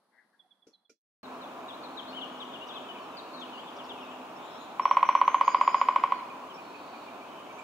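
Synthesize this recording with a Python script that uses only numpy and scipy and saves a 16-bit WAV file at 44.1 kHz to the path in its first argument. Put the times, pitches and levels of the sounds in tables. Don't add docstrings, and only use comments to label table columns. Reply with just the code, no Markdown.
import sys
import numpy as np
from scipy import signal
from scipy.fft import rfft, irfft, next_fast_len
from scipy.io import wavfile
from scipy.ndimage import map_coordinates

SR = 44100
rng = np.random.default_rng(int(sys.argv[2]) if len(sys.argv) > 2 else 0)


def generate_wav(sig):
    pcm = np.round(np.clip(np.atleast_2d(sig).T, -1, 1) * 32767).astype(np.int16)
    wavfile.write(sys.argv[1], SR, pcm)


N = 336483
SECOND_WOOD_S = 1.231


def drumming(start_s, count, level_db, vary_db):
    # (pitch [Hz], relative level [dB], time to fade 60 dB [s], rise time [s])
    trunk_tones = [(595, -12.5, 0.04, 0.012), (859, -24, 0.064, 0.0016), (1044.6, 2, 0.032, 0.00095),
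                   (2152, -14.5, 0.0065, .0003), (2390, -15, 0.0066, 0.00032),
                   (2860, -21.5, 0.0073, 0.00014), (3900, -33, .004, .0002), (5370, -31, 0.0037, .0002),
                   (8100, -42, 0.0047, .0003)]
    # (blow number, gap to the next blow [ms])
    blow_gaps = [(0, 58.3), (1, 56.9), (10, 68), (13, 65), (18, 76.8), (19, 84)]
    # (blow number, relative strength [dB])
    blow_force = [(0, -5), (1, -.5), (3, 1.34), (19, -0.34), (20, -2.5)]
    # (frequency [Hz], gain [dB])
    radiation = [(40, -18), (200, -11.5), (400, -8.5), (520, -4), (1100, -1), (1500, -5), (1750, -9),
                 (1950, 0), (3200, -1.5), (5500, -2), (6500, -9), (12000, 1.5)]
    t = np.arange(SR // 12) / SR
    hz, db, t60, rise = np.transpose(trunk_tones)[:, :, None]
    envelopes = amp(db - 60 * t / t60) * (1 - np.exp(-t / rise))
    tones = -envelopes * np.sin(2 * np.pi * hz * t)
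    number = np.arange(count)
    gaps_s = np.interp(number, *np.transpose(blow_gaps)) / 1000
    times = start_s + np.cumsum(gaps_s) - gaps_s
    strengths = np.interp(number, *np.transpose(blow_force))
    changes = vary_db * rng.standard_normal((count, len(trunk_tones))) * np.minimum(hz.T / 3000, 1) ** 2
    blows = np.zeros(N)
    for s, strength_db, change_db in zip(times, strengths, changes):
        add(blows, s, amp(level_db + strength_db + change_db) @ tones)
    return filtered(blows, lambda hz: amp(along(radiation, hz)))


def among_trees(blows, pan_db, forest_db):
    # (delay [ms], left gain [dB], right gain [dB])
    near_echoes = [(5.24, -12, -12), (7.31, -11, -18), (9.12, -17, -23), (13.01, -35, -20),
                   (16.16, -21, -25), (23.9, -17, -17), (37.98, -19, -23)]
    direct = panned(blows, pan_db)
    near = direct.copy()
    for ms, left_db, right_db in near_echoes:
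        add(near, ms / 1000, direct * amp([[left_db], [right_db]]))
    return near + twig_echoes(blows, t60=0.62) + amp(forest_db) * forest_echo(near.mean(axis=0))


def bark_taps(thud_t60, splinter_t60, thud_db, knock_db):
    # (time [s], relative level [dB], splinter gain [dB], high-tone gain [dB], splinter pan [dB])
    pecks = [(.668, -52, -10.5, -17, 0), (.895, -55.5, -4.5, 3.5, -5)]
    # (pitch [Hz], relative level [dB], time to fade 60 dB [s])
    wood_tones = [(314, -7, 0.11), (450, -1.5, 0.11), (1413, -8, 0.062), (2380, -7, 0.063)]
    # (frequency [Hz], relative level [dB])
    thud_spectrum = [(88, -49), (150, -18), (288, 3), (469, -5), (626, -5), (710, -37), (912, -36),
                     (1200, -44), (1310, -16), (1400, -13), (1620, -36), (1930, -42), (2390, -25),
                     (3000, -33), (3900, -61), (6600, -120)]
    # (frequency [Hz], relative level [dB])
    splinter_spectrum = [(1500, -22), (2400, -4), (3500, -15), (5700, 5), (7000, -7), (8500, -16),
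                         (12000, -17), (14000, -50)]
    out, t = np.zeros((2, N)), np.arange(SR // 5) / SR
    attack = 1 - np.exp(-t / .0015)
    for s, db, splinter_db, hard_db, pan_db in pecks:
        knock = np.zeros(len(t))
        for hz, tone_db, t60 in wood_tones:
            envelope = amp(knock_db + tone_db + hard_db * (hz > 1000) - 60 * t / t60)
            knock += envelope * np.sin(2 * np.pi * hz * t)
        thud = noise(thud_spectrum, size=len(t)) * amp(thud_db - 60 * t / thud_t60)
        spray = panned(noise(splinter_spectrum, size=len(t)), pan_db)
        spray *= amp(splinter_db - 60 * t / splinter_t60)
        add(out, s, amp(db) * (knock + thud + spray) * attack)
    return out


def songbirds():
    notes = warbler(gain_db=-1.7, pan_db=6.5) + high_whistles(gain_db=-1) + peeps(gain_db=-0.5)
    notes += pips(start_s=0.3904, period_s=.1135, first_db=-54.5, loss_db=3, count=5)
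    far = rasps(gain_db=-1, pan_db=-5) + trills(gain_db=-3)
    far += far_chorus(low_hz=2557, high_hz=7570, slide=.2, high_db=-18, count=150)
    second_wood = np.arange(N) / SR >= SECOND_WOOD_S
    direct = np.where(second_wood, lagged(notes, ms=0.12) + amp(-2) * far, notes + far)
    scatter = amp(np.where(second_wood, -6.5, -7)) * twig_echoes(notes + far, t60=.15)
    tail = amp(np.where(second_wood, -8, -17)) * forest_echo(notes + amp(1.5) * far)
    return direct + scatter + tail


def warbler(gain_db, pan_db):
    # (time [s], middle pitch [Hz], glide [octaves], relative level [dB])
    slides = [(1.226, 3950, -.35, -48.5), (1.41, 3700, -.45, -49), (1.678, 3470, -0.39, -43),
              (1.715, 3750, .3, -49), (1.828, 4050, -.25, -46), (1.968, 3440, -0.56, -37),
              (2.075, 4260, .12, -47.5), (2.125, 3000, .25, -43), (2.16, 3020, -.22, -36),
              (2.208, 3080, -.4, -35), (2.398, 3295, -0.47, -38.5), (2.528, 3100, -.5, -41),
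              (2.604, 2866, 0.19, -41), (2.684, 3380, -.38, -42.5), (2.713, 3650, .42, -46.5),
              (2.75, 3230, -.4, -38.5), (2.882, 3000, -.1, -40.5), (2.944, 2480, -.3, -48),
              (3.165, 4140, -.48, -42.5), (3.33, 4200, -.2, -46), (3.365, 3820, -.1, -47.5),
              (3.406, 3184, -.48, -40), (3.526, 2900, -0.21, -45), (3.567, 3026, .35, -42.5),
              (3.667, 3280, -.35, -47), (3.781, 3090, -.5, -45), (3.888, 3220, -0.51, -39.5),
              (4.005, 2900, -0.47, -47), (4.103, 2900, -0.47, -49)]
    out = np.zeros((2, N))
    for s, hz, octaves, db in slides:
        path = glide(hz, octaves, length_s=.043, bend=.08 * abs(octaves))
        add(out, s, clear_note(path, db + gain_db, pan_db))
    return out


def high_whistles(gain_db):
    # (time [s], length [s], middle pitch [Hz], glide [octaves], relative level [dB])
    notes = [(4.355, .03, 5480, -.03, -59), (4.501, .088, 5450, .12, -63), (4.593, .07, 6750, .05, -62.5),
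             (4.813, 0.15, 5690, .06, -51), (5.047, .075, 5900, -.02, -52), (5.11, .105, 5890, .04, -53.5),
             (5.256, .145, 6350, .13, -53.5), (5.441, .098, 6700, 0.044, -50.5),
             (5.606, .12, 6880, .02, -53.5), (5.759, .092, 6820, .06, -54.5), (6.1, .12, 4380, -.18, -58),
             (6.535, .044, 5510, 0.0099, -57), (7.52, .09, 6150, .02, -65), (7.58, .045, 7570, -.04, -62)]
    # (time [s], pan [dB])
    position = [(5.1, -11), (5.5, -4.5)]
    out = np.zeros((2, N))
    for s, length_s, hz, octaves, db in notes:
        pan_db = np.interp(s, *np.transpose(position))
        path = glide(hz, octaves, length_s, bend=-.025)
        add(out, s, clear_note(path, db + gain_db, pan_db, waver=.009))
    return out


def peeps(gain_db):
    # (time [s], pitch [Hz], glide [octaves], relative level [dB])
    low_peeps = [(6.295, 2430, -0.151, -48), (6.495, 3060, -.17, -49), (6.574, 2445, .02, -47),
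                 (6.735, 2520, -.19, -47), (6.933, 2430, -0.149, -49), (7.065, 2390, -.16, -48.5),
                 (7.204, 2375, .08, -51), (7.382, 3010, .02, -53), (7.488, 2300, -0.0089, -52),
                 (7.574, 2350, .06, -47)]
    # (time [s], pitch [Hz], glide [octaves], relative level [dB])
    lone_calls = [(.439, 740, -.11, -66.5), (.728, 4130, -.18, -59)]
    out = np.zeros((2, N))
    for calls, pan_db in (low_peeps, -7), (lone_calls, -4):
        for s, hz, octaves, db in calls:
            add(out, s, clear_note(glide(hz, octaves, length_s=0.0352), db + gain_db, pan_db))
    return out


def pips(start_s, period_s, first_db, loss_db, count):
    out = np.zeros((2, N))
    path = glide(hz=3400, octaves=-0.082, length_s=0.028)
    for k in range(count):
        add(out, start_s + k * period_s, clear_note(path, first_db - k * loss_db, pan_db=-9))
    return out


def rasps(gain_db, pan_db):
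    # (time [s], pitch [Hz], relative level [dB])
    calls = [(2.663, 5680, -54.5), (3.388, 6250, -57), (3.751, 5500, -54), (3.83, 5200, -55)]
    out = np.zeros((2, N))
    for s, hz, db in calls:
        path = glide(hz, octaves=-.14, length_s=.04)
        add(out, s, buzz(path, swing_hz=.115 * hz, swings_per_s=132, db=db + gain_db, pan_db=pan_db))
    return out


def trills(gain_db):
    # (time [s], length [s], pitch [Hz], glide [octaves], swing [Hz],
    # swing rate [1/s], relative level [dB], pan [dB])
    calls = [(.1, .17, 1886, 0, 231, 107, -61.5, 14), (.172, 0.039, 1928, -0.01, 200, 87, -53, 7),
             (0.322, .046, 1725, -.09, 150, 140, -62, 8), (4.35, .33, 3690, .28, 381, 118, -50.5, 11),
             (4.41, .1, 7300, -.08, 200, 150, -62, 0), (5.39, .47, 4970, .06, 230, 67, -48.5, -8),
             (6.58, .52, 4294, .02, 370, 88, -57.5, -1), (7.24, 0.26, 3080, 0, 130.7, 63, -56, -2)]
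    out = np.zeros((2, N))
    for s, length_s, hz, octaves, swing_hz, swings_per_s, db, pan_db in calls:
        add(out, s, buzz(glide(hz, octaves, length_s), swing_hz, swings_per_s, db + gain_db, pan_db))
    return out


def far_chorus(low_hz, high_hz, slide, high_db, count):
    # (time [s], relative level [dB])
    loudness = [(1.3, -59), (2.2, -54), (3.6, -55), (4.1, -51), (4.25, -68), (7.6, -60)]
    out = np.zeros((2, N))
    for when, height, length, tilt, side in rng.random((count, 5)):
        s = SECOND_WOOD_S + when * (N / SR - SECOND_WOOD_S)
        hz = low_hz * (high_hz / low_hz) ** (height ** 2)
        size = int((0.015 + 0.097 * length) * SR)
        path = hz * (1 + slide * (tilt - .7) * np.linspace(-1, 1, size))
        db = np.interp(s, *np.transpose(loudness)) + high_db * height ** 2
        add(out, s, whistle(path, db, pan_db=12 * (side - .5), edge_s=0.045))
    return out


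def glide(hz, octaves, length_s, bend=0):
    position = np.linspace(-.5, .5, int(length_s * SR))
    return hz * 2 ** (octaves * position + bend * (2 * position) ** 2)


def whistle(path, db, pan_db, edge_s):
    swell = signal.windows.tukey(len(path), min(2 * edge_s * SR / len(path), 1))
    return panned(amp(db) * swell * sine(path), pan_db)


def clear_note(path, db, pan_db, waver=0.0058):
    return whistle(path * (1 + waver * wobble(160, size=len(path))), db, pan_db, edge_s=0.0098)


def buzz(path, swing_hz, swings_per_s, db, pan_db):
    swing = sine(swings_per_s * (1 + .12 * wobble(40, size=len(path))))
    hz = path + swing_hz * (swing - .45 + 0.39 * wobble(600, size=len(path)))
    pulsing = unit(amp(2 * swing))
    return pulsing * whistle(hz, db, pan_db, edge_s=.065)


def twig_echoes(x, t60):
    # (frequency [Hz], gain [dB])
    twig_spectrum = [(400, -17), (800, -17), (1100, -24), (1500, 3), (2100, -3), (3200, -1.5), (6000, -7.5),
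                     (12000, -18)]
    t = np.arange(SR // 3) / SR
    clicks = rng.standard_normal((3, len(t))) * (rng.random((3, len(t))) < 900 / SR)
    echoes = (clicks[:2] + clicks[2]) * amp(-60 * t / t60) * (t > .004)
    echoes /= np.linalg.norm(echoes[0])
    return echoed(x, filtered(echoes, lambda hz: amp(along(twig_spectrum, hz))))


def forest_echo(x):
    # (frequency [Hz], time to fade 60 dB [s])
    fade_times = [(200, 1.1), (1000, 1.63), (2500, 1.76), (6000, 1.5), (12000, 0.46)]
    white = noise([(20, 0), (20000, 0)], size=SR)
    hz, t, bands = signal.stft(white, SR, nperseg=256)
    fades = amp(-60 * t / along(fade_times, hz)[:, None])
    tail = signal.istft(bands * fades, SR, nperseg=256)[1]
    tail *= 1 - np.exp(-np.arange(tail.shape[1]) / SR / 0.0062)
    return echoed(x, tail / np.linalg.norm(tail[0]))


def hush(gain_db):
    # (time [s], relative level [dB])
    loudness = [(0.276, -75), (0.534, -77.5), (0.838, -83), (0.958, -110)]
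    # (frequency [Hz], relative level [dB])
    spectrum = [(35, -58), (60, -49), (190, -2), (448, -8.5), (835, -2.5), (1330, -8.5), (2590, -24),
                (4210, -16.5), (7000, -31), (10600, -21), (15000, -45)]
    return amp(curve(loudness) + gain_db) * noise(spectrum)


def distant_rush(start_db, fade_db_per_s):
    # (frequency [Hz], relative level [dB])
    spectrum = [(15, -90.5), (25, -60.5), (71, -24.5), (117, -20), (151, -15), (216, -8), (252, -5),
                (288, -4), (501, -7), (668, -3), (856, -4), (1020, -2), (1350, -9), (1840, -19),
                (2400, -34), (3120, -44.5), (5280, -120)]
    elapsed = np.arange(N) / SR - SECOND_WOOD_S
    level = amp(start_db - fade_db_per_s * elapsed + .3 * wobble(13))
    return level * lagged(noise(spectrum), ms=0.1)


def leaf_hiss(db):
    # (frequency [Hz], relative level [dB])
    spectrum = [(1200, -26), (2400, 6.5), (3400, -1), (4800, -9), (7400, -12), (8400, -16.5),
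                (10300, -15.5), (11200, -23), (12000, -17.5), (13300, -15), (14300, -20), (15200, -20),
                (16000, -12.5)]
    return amp(db) * noise(spectrum)


def far_hum(hz, start_db, fade_db_per_s):
    # (time [s], length [s], level [dB])
    swells = [(1.15, .3, -53.5), (1.798, 0.82, -53.5), (3.3, .3, -54.5), (3.719, 0.62, -55)]
    level = amp(start_db - fade_db_per_s * (np.arange(N) / SR - SECOND_WOOD_S))
    for s, length_s, db in swells:
        add(level, s, amp(db) * signal.windows.tukey(int(length_s * SR)))
    return level * sine(hz + 3 * wobble(14))


def thin_whine(hz, db):
    return amp(db) * sine(hz + 10 * wobble(37))


def noise(spectrum, size=N):
    # (frequency [Hz], likeness [0 to 1])
    likeness = [(50, .55), (150, 0.97), (300, 0.9), (700, 0.73), (1400, 0.66), (2800, 0), (15000, 0)]

    def colour(hz):
        width = np.arccos(np.clip(along(likeness, hz), -1, 1)) / 2
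        return amp(along(spectrum, hz)) * [np.cos(width), np.sin(width)]

    mid, side = filtered(rng.standard_normal((2, size)), colour)
    return unit(np.array([mid + side, mid - side]))


def amp(db):
    return 10 ** (np.asarray(db) / 20)


def unit(x):
    return x / np.sqrt(np.mean(x ** 2) + 1e-20)


def sine(hz):
    return np.sin(2 * np.pi * np.cumsum(hz) / SR)


def along(points, hz):
    frequencies, values = np.transpose(points)
    return np.interp(np.log(hz + 1), np.log(frequencies + 1), values)


def curve(rows):
    return np.interp(np.arange(N) / SR, *np.transpose(rows))


def wobble(rate, size=N):
    return map_coordinates(rng.standard_normal(int(size * rate / SR) + 4), [np.arange(size) * rate / SR])


def filtered(x, response):
    size = x.shape[-1]
    padded = next_fast_len(size + SR // 10)
    return irfft(rfft(x, padded) * response(np.fft.rfftfreq(padded, 1 / SR)), padded)[..., :size]


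def add(track, s, sound):
    part = track[..., max(round(s * SR), 0):][..., :sound.shape[-1]]
    part += sound[..., :part.shape[-1]]


def panned(x, pan_db):
    return x * unit(amp([[pan_db / 2], [-pan_db / 2]]))


def lagged(x, ms):
    return filtered(x, lambda hz: np.exp(np.outer([-1j, 1j], np.pi * hz * ms / 1000)))


def echoed(x, echoes):
    return signal.fftconvolve(np.atleast_2d(x), echoes, axes=1)[:, :N]


def scene():
    t = np.arange(N) / SR
    first_wood = t < SECOND_WOOD_S
    birds = songbirds()
    blows = drumming(start_s=4.7963, count=21, level_db=-4.6, vary_db=1.0)
    roll = among_trees(blows, pan_db=-1.5, forest_db=-17)
    taps = bark_taps(thud_t60=0.16, splinter_t60=0.18, thud_db=-5, knock_db=1.5)
    first_air = hush(gain_db=1.5)
    second_air = distant_rush(start_db=-43, fade_db_per_s=0.29) + leaf_hiss(db=-56)
    second_air += thin_whine(hz=6650, db=-79.5) + far_hum(hz=255, start_db=-56.5, fade_db_per_s=1.4)
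    air = np.where(first_wood, first_air, second_air)
    fade_out_db = np.interp(t, [.92, 1.06, SECOND_WOOD_S], [0, -25, -70])
    fade_in_db = np.interp(t, [SECOND_WOOD_S, 1.3], [-3, 0])
    return amp(np.where(first_wood, fade_out_db, fade_in_db)) * (roll + taps + birds + air)


def record(dry):
    return filtered(dry, lambda hz: hz < 15750)


dry = scene()
out = record(dry)
generate_wav(out)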